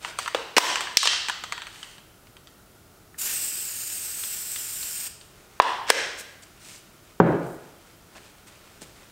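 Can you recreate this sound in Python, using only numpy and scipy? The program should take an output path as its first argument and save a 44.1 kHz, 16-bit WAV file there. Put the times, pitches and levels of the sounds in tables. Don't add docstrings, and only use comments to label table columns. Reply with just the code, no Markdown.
import sys
import numpy as np
from scipy import signal
from scipy.fft import rfft, irfft, next_fast_len
from scipy.io import wavfile
from scipy.ndimage import uniform_filter1d

SR = 44100
rng = np.random.default_rng(int(sys.argv[2]) if len(sys.argv) > 2 else 0)


def wav_out(sig):
    wavfile.write(sys.argv[1], SR, np.round(np.clip(np.atleast_2d(sig).T, -1, 1) * 32767).astype(np.int16))


N = 401751

# f/Hz, level/dB
AIR_COLOUR = [(15, -57), (25, -7), (104, -3.5), (140, -6.5), (188, -6), (246, -10.5), (358, -7), (551, -15),
              (597, -11), (995, -18), (1410, -12.5), (1610, -20.5), (2170, -22), (3340, -23.5),
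              (15400, -26)]
AIR_DB = -53.5
# middle t/s, length/s, level/dB, tilt/dB per octave
RUBS = [(.06, 0.14, -40.5, 1), (0.223, 0.12, -41.5, 3.5), (1.812, 0.42, -50.5, 3.5), (6.198, 0.054, -38, 9),
        (6.432, 0.026, -46, 5), (6.706, 0.24, -46, 4.5), (7.505, 0.19, -55, 16), (8.174, 0.057, -47, -1),
        (8.238, 0.18, -56.5, 1.5), (8.483, .045, -51, 3.5), (8.827, 0.041, -45, 4.5)]
# f/Hz, level/dB
CLOTH_COLOUR = [(100, -11.0), (500, 6.5), (2500, 5.0), (3200, 2), (6000, -2.5), (8700, -2.5),
                (10500, -15.5), (16000, -23.5)]
# start t/s, end t/s
SHIFTS = [(5.3, 6.6), (6.85, 10.4), (8.55, 9)]
RUSTLE_GAP_S, RUSTLE_S, RUSTLE_DB, RUSTLE_TILT_DB = 0.12, .17, -59, .5

# t/s, peak level/dB, favoured f/Hz, focus on that pitch/dB per octave
BALL_HITS = [(0.0476, -14, 1400, 5.5), (0.1879, -12, 1250, 0.5), (0.26, -19.5, 1300, 11),
             (0.2776, -14.5, 1490, 3), (0.7571, -9, 3300, 3.5), (0.8075, -10.5, 2450, -0.5),
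             (.871, -19.5, 1750, 19), (1.0302, -4.5, 1120, 1.5), (1.055, -8.5, 1490, 1),
             (1.0736, 0, 3220, 10), (1.132, -16.5, 1415, 4), (1.285, -12, 3050, 2.5),
             (1.297, -12, 1290, 3.5), (1.438, -17.5, 1760, 1), (1.523, -14.5, 1930, 3),
             (1.5784, -23.5, 2000, 7), (1.619, -21.5, 2800, 5), (1.669, -25.5, 2100, 4.5),
             (1.8297, -23.5, 3080, 9), (2.472, -35.5, 3300, 5), (4.236, -24.5, 3420, 10),
             (4.56, -22, 3500, 10), (4.829, -24, 4300, 8), (5.2118, -35, 3520, 9)]
# start t/s, end t/s, first peak level/dB, last peak level/dB
SETTLING = [(1.74, 1.99, -36, -35), (2.27, 2.39, -41.5, -33.5)]
SETTLE_GAP_S, SETTLE_HZ, SETTLE_FOCUS_DB = .125, 3120, 5
REBOUND_S, REBOUND_DB = .007, -17
# f/Hz, relative level/dB, time to fade by 60 dB/s
CAN_MODES = [(436, -22.5, .015), (756, -4, 0.02), (955, -1, 0.022), (1270, 3.5, 0.014), (1662, -2, 0.023),
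             (1965, -4, .022), (2550, -25, .015), (3040, -1, 0.018), (3130, -5.5, 0.018),
             (3500, -16.5, 0.011), (4440, -5, 0.027), (6180, -5, 0.019), (6520, -8.5, 0.019),
             (7940, 3, 0.01), (8100, -17, .012)]
# f/Hz, level/dB
CRACK_COLOUR = [(100, -25), (400, 2), (1200, 1.5), (3200, 7.5), (5500, -4.5), (8300, -0.5), (10000, -11),
                (16000, -15.5)]

# t/s, peak level/dB, favoured f/Hz, focus on that pitch/dB per octave
CAP_SNAPS = [(.3472, -7, 846, 4.5), (0.5826, 5.5, 1102, -2.5), (.971, 8.5, 4870, 13),
             (0.9727, 6.5, 5570, 10), (3.144, -41, 1700, 23), (5.6007, -1, 1350, 8.5),
             (5.6205, -6.5, 1500, 2.5), (5.902, 1.5, 7940, 4.5), (5.9031, 3.5, 1750, 7)]
# start t/s, end t/s, first peak level/dB, last peak level/dB
DRAGS = [(.5662, .5795, -3, 0.5), (5.868, 5.8985, -34, -12)]
SLIP_GAP_S, SLIP_HZ, SLIP_FOCUS_DB = .0036, 2300, 3
# f/Hz, relative level/dB, time to fade by 60 dB/s
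CAP_MODES = [(612, -12.5, 0.0042), (1004, 8, 0.0042), (1650, 4, 0.0083), (2070, 0, 0.0091),
             (2810, -17, 0.016), (3820, -14, 0.002), (4250, -10.5, 0.017), (5390, 8, 0.0034),
             (7850, -6, 0.0035)]
# t/s, starting level/dB, f/Hz, time to fade by 60 dB/s
POPS = [(0.3473, -11.5, 476, 0.021), (0.569, 6.5, 405, 0.0045), (0.5821, 2.5, 1003, 0.02),
        (5.6001, 6, 985, 0.017), (5.9022, 0.5, 507, 0.014)]

VALVE_OPEN_S, VALVE_SHUT_S = 3.175, 5.088
OPENING_S, CLOSING_S = .012, 0.017
# f/Hz, level/dB
JET_COLOUR = [(300, -25), (1100, -20.5), (1550, -13.5), (2100, -15.5), (2750, -10), (3300, -15),
              (4400, -11), (5100, -6), (6200, -9), (7200, -1), (8400, 3.5), (9500, -6.5), (10700, -10),
              (13300, -3), (14700, -7), (16000, -7.5)]
JET_DB, SURGE_DB, SURGE_RISE_S, SURGE_S = -33, 4.5, 0.018, 0.31
BODY_DB, SPIT_DB = 3.5, 4.5
SPIT_DELAY_S, SPIT_S = 0.12, 0.059
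STROKE_S, FIRST_TURN_S = .3136, .2627
DETOUR_M, RETREAT_M, RETREAT_S, SWING_M = .1003, .1158, 1.146, .0073
SOUND_M_PER_S = 343
BOUNCE, BEAM_HZ = .48, 6000

# t/s, peak level/dB, favoured f/Hz, focus on that pitch/dB per octave
KNOCKS = [(7.201, 4.5, 389, 0.96), (7.2155, -4.5, 800, 2.8), (8.817, -36, 500, 1)]
# f/Hz, relative level/dB, time to fade by 60 dB/s
BENCH_MODES = [(105, -18, 0.029), (126.4, -12, 0.2), (169.4, -13.5, 0.34), (223, -18.5, 0.032),
               (295, -5, 0.034), (413, -2, 0.029), (534, -1.5, 0.025), (670, -3, 0.016), (920, -2, 0.013),
               (1500, -13, 0.013)]
# f/Hz, level/dB
THUD_COLOUR = [(50, -17), (110, 0), (300, 13.5), (700, -12.5), (1550, -7), (2000, -19.5), (3200, -28),
               (5000, -42), (16000, -50)]

# f/Hz, time/s
ROOM_T60 = [(100, 0.64), (320, 0.71), (900, 0.83), (2500, 0.84), (5000, 0.79), (9000, 0.6), (15000, 0.29)]
# f/Hz, level/dB
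ROOM_COLOUR = [(100, -4), (400, 1.5), (1000, 0.5), (3000, 3), (6000, 2), (9000, 0.5), (15000, 5)]
# typical delay/s, gain/factor (a minus flips the wave)
ECHOES = [(.0014, -0.17), (.0044, 0.38), (.0053, -0.2), (.0088, -0.11), (0.0132, -0.011), (0.02, 0.012)]
ATTACK_S, EDGE_HZ = .002, 15800


def amp(db):
    return 10 ** (np.asarray(db) / 20)


def unit(x):
    return x / np.sqrt(np.mean(x ** 2) + 1e-20)


def read(points, hz):
    f, value = np.transpose(points)
    return np.interp(np.log(hz + 1), np.log(f + 1), value)


def octaves(hz, centre_hz):
    return np.log2((hz + 1) / centre_hz)


def add(mix, s, sound):
    part = mix[max(round(s * SR), 0):][:len(sound)]
    part += sound[:len(part)]


def placed(blows):
    out = np.zeros(N)
    for s, blow in blows:
        add(out, s, blow)
    return out


def noise(colour, size):
    spectrum = rfft(rng.standard_normal(size))
    hz = np.fft.rfftfreq(size, 1 / SR)
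    return unit(irfft(spectrum * amp(colour(hz)), size))


def run_of(start, end, gap_s, jitter=.2):
    count = max(round((end - start) / gap_s), 1) + 1
    shift = jitter * gap_s * rng.uniform(-1, 1, count)
    return np.clip(np.linspace(start, end, count) + shift, start, end)


def ticks(runs, gap_s, pitch_hz, focus_db, scatter_db=1.5):
    rows = []
    for start, end, first_db, last_db in runs:
        for s in run_of(start, end, gap_s):
            glide_db = np.interp(s, (start, end), (first_db, last_db))
            rows.append((s, glide_db + scatter_db * rng.standard_normal(), pitch_hz, focus_db))
    return rows


def strikes(rows, modes, contact, contact_db, contact_t60, rise_s, detune, size):
    t = np.arange(size) / SR
    hz, db, t60 = np.transpose(modes)[:, :, None]
    sign = (-1) ** np.arange(len(modes))[:, None]
    decay = sign * amp(db - 60 * t / t60)
    rise = 1 - np.exp(-(t / rise_s) ** 2)
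    blows = []
    for s, peak_db, pitch_hz, focus in rows:
        def favour(f):
            return -focus * abs(octaves(f, pitch_hz))

        tuned = hz * (1 + detune * rng.standard_normal(hz.shape))
        ring = (decay * amp(favour(hz)) * np.sin(2 * np.pi * tuned * t)).sum(0)
        burst = noise(lambda f: read(contact, f) + favour(f), size) * amp(-60 * t / contact_t60)
        blow = (unit(ring) + amp(contact_db) * unit(burst)) * rise
        blows.append((s, amp(peak_db) * blow / abs(blow).max()))
    return blows


def garage(x, build_s=0.0016):
    hz, t, z = signal.stft(rng.standard_normal(SR), SR, nperseg=256)
    fade_db = 60 * t / read(ROOM_T60, hz)[:, None]
    z = z * amp(read(ROOM_COLOUR, hz)[:, None] - fade_db)
    tail = signal.istft(z, SR, nperseg=256)[1][:SR]
    tail = tail * (1 - np.exp(-np.arange(SR) / SR / build_s))
    return signal.oaconvolve(x, tail / np.linalg.norm(tail))[:N]


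def near_echoes(blows, spread=.22):
    out = np.zeros(N)
    for s, blow in blows:
        for (delay, gain), shift in zip(ECHOES, rng.uniform(-1, 1, len(ECHOES))):
            add(out, s + delay * (1 + spread * shift), gain * blow)
    return out


def high_pass(x, edge_hz):
    return signal.sosfilt(signal.butter(3, edge_hz, "high", fs=SR, output="sos"), x)


def in_room(source, rows, low_hz, wet_db, count):
    blows = source(rows)
    tail = sum(garage(placed(source(rows))) for _ in range(count)) / np.sqrt(count)
    return high_pass(placed(blows) + near_echoes(blows) + amp(wet_db) * tail, low_hz)


def quiet_air():
    return amp(AIR_DB) * noise(lambda f: read(AIR_COLOUR, f), next_fast_len(N))[:N]


def rustles(scatter_db=2.0):
    return [(s, RUSTLE_S, RUSTLE_DB + scatter_db * rng.standard_normal(), RUSTLE_TILT_DB)
            for start, end in SHIFTS for s in run_of(start, end, RUSTLE_GAP_S)]


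def rubbing(grain_db=2.5):
    out = np.zeros(N)
    t = np.arange(SR) / SR
    for s, length, db, tilt in RUBS + rustles():
        hiss = noise(lambda f: read(CLOTH_COLOUR, f) + tilt * octaves(np.maximum(f, 500), 2000), SR)
        grain = amp(grain_db * unit(uniform_filter1d(rng.standard_normal(SR), size=120)))
        swell = np.sin(np.pi * np.minimum(t / length, 1))
        add(out, s - length / 2, amp(db) * unit(hiss * grain) * swell)
    return out


def ball_blows():
    rebounds = []
    for (s, peak_db, pitch_hz, focus), chance in zip(BALL_HITS, rng.uniform(.5, 1.5, len(BALL_HITS))):
        rebounds.append((s + chance * REBOUND_S, peak_db + REBOUND_DB, pitch_hz, focus))
    return BALL_HITS + rebounds + ticks(SETTLING, SETTLE_GAP_S, SETTLE_HZ, SETTLE_FOCUS_DB)


def ball(rows):
    return strikes(rows, CAN_MODES, CRACK_COLOUR, contact_db=-0.5, contact_t60=0.011,
                   rise_s=.0001, detune=0.048, size=2048)


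def cap(rows):
    return strikes(rows, CAP_MODES, CRACK_COLOUR, contact_db=2.0, contact_t60=0.012,
                   rise_s=0.000084, detune=0.032, size=2048)


def pops(rows):
    t = np.arange(SR // 12) / SR
    return [(s, amp(db - 60 * t / t60) * np.sin(2 * np.pi * hz * t)) for s, db, hz, t60 in rows]


def detour(age):
    retreat = RETREAT_M * (1 - np.exp(-age / RETREAT_S))
    swing = SWING_M * np.cos(2 * np.pi * (age - FIRST_TURN_S) / STROKE_S)
    return DETOUR_M + retreat + swing


def spray(flutter_db=1.0):
    hz, t, z = signal.stft(rng.standard_normal(N), SR, nperseg=512, noverlap=384)
    hz, age = hz[:, None], np.maximum(t - VALVE_OPEN_S, 0)
    opening_spit = np.exp(-((age - SPIT_DELAY_S) / SPIT_S) ** 2)
    closing_spit = np.exp(-((t - VALVE_SHUT_S) / SPIT_S) ** 2)
    boost_db = BODY_DB + SPIT_DB * (opening_spit + closing_spit)
    flutter = unit(uniform_filter1d(rng.standard_normal(len(t)), size=4))
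    colour_db = read(JET_COLOUR, hz) + boost_db / (1 + (hz / 5000) ** 4) + flutter_db * flutter

    path = detour(age)
    lag = 2 * np.pi * hz * path / SOUND_M_PER_S
    beam = 1 - .8 / (1 + (hz / BEAM_HZ) ** 10)
    bounce = beam * BOUNCE * np.sqrt(DETOUR_M / path)
    z = z * amp(colour_db) * (1 + bounce * np.exp(-1j * lag))
    hiss = unit(signal.istft(z, SR, nperseg=512, noverlap=384)[1][:N])

    now = np.arange(N) / SR
    opening = np.clip((now - VALVE_OPEN_S) / OPENING_S, 0, 1) ** 2
    closing = np.clip((VALVE_SHUT_S - now) / CLOSING_S, 0, 1)
    surge = (1 - np.exp(-age / SURGE_RISE_S)) / (1 + (age / SURGE_S) ** 6)
    return hiss * opening * closing * amp(JET_DB + SURGE_DB * np.interp(now, t, surge))


def bench(rows):
    return strikes(rows, BENCH_MODES, THUD_COLOUR, contact_db=-0.5, contact_t60=0.037,
                   rise_s=0.0006, detune=0.0056, size=8192)


def scene(hiss_wet_db=-8, own_db=-74):
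    snaps = CAP_SNAPS + ticks(DRAGS, SLIP_GAP_S, SLIP_HZ, SLIP_FOCUS_DB)
    hits = in_room(ball, ball_blows(), low_hz=280, wet_db=-5.5, count=2)
    hits += in_room(cap, snaps, low_hz=260, wet_db=-4.0, count=4)
    hits += in_room(pops, POPS, low_hz=348, wet_db=-6.5, count=1)
    hits += in_room(bench, KNOCKS, low_hz=85, wet_db=-1.5, count=3)
    hiss = rubbing() + spray()
    mono = hits + hiss + amp(hiss_wet_db) * garage(hiss) + quiet_air()
    return mono + amp(own_db) * rng.standard_normal((2, N))


def record(dry, threshold_db=-5, recovery_db_per_s=125, low_ceiling_db=0.9):
    over_db = np.maximum(20 * np.log10(abs(dry).max(0) + 1e-9) - threshold_db, 0)
    ramp = np.arange(N) / SR * recovery_db_per_s
    held_db = np.maximum.accumulate(over_db + ramp) - ramp
    keep = np.exp(-1 / (ATTACK_S * SR))
    limited = dry * amp(-signal.lfilter([1 - keep], [1, -keep], held_db))
    ceiling = np.where(limited < 0, amp(low_ceiling_db), 1)
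    clipped = limited / (1 + (limited / ceiling) ** 12) ** (1 / 12)
    low_pass = signal.firwin(511, EDGE_HZ, window=("kaiser", 9), fs=SR)
    return signal.oaconvolve(clipped, low_pass[None], "same", axes=1)


dry = scene()
out = record(dry)
wav_out(out)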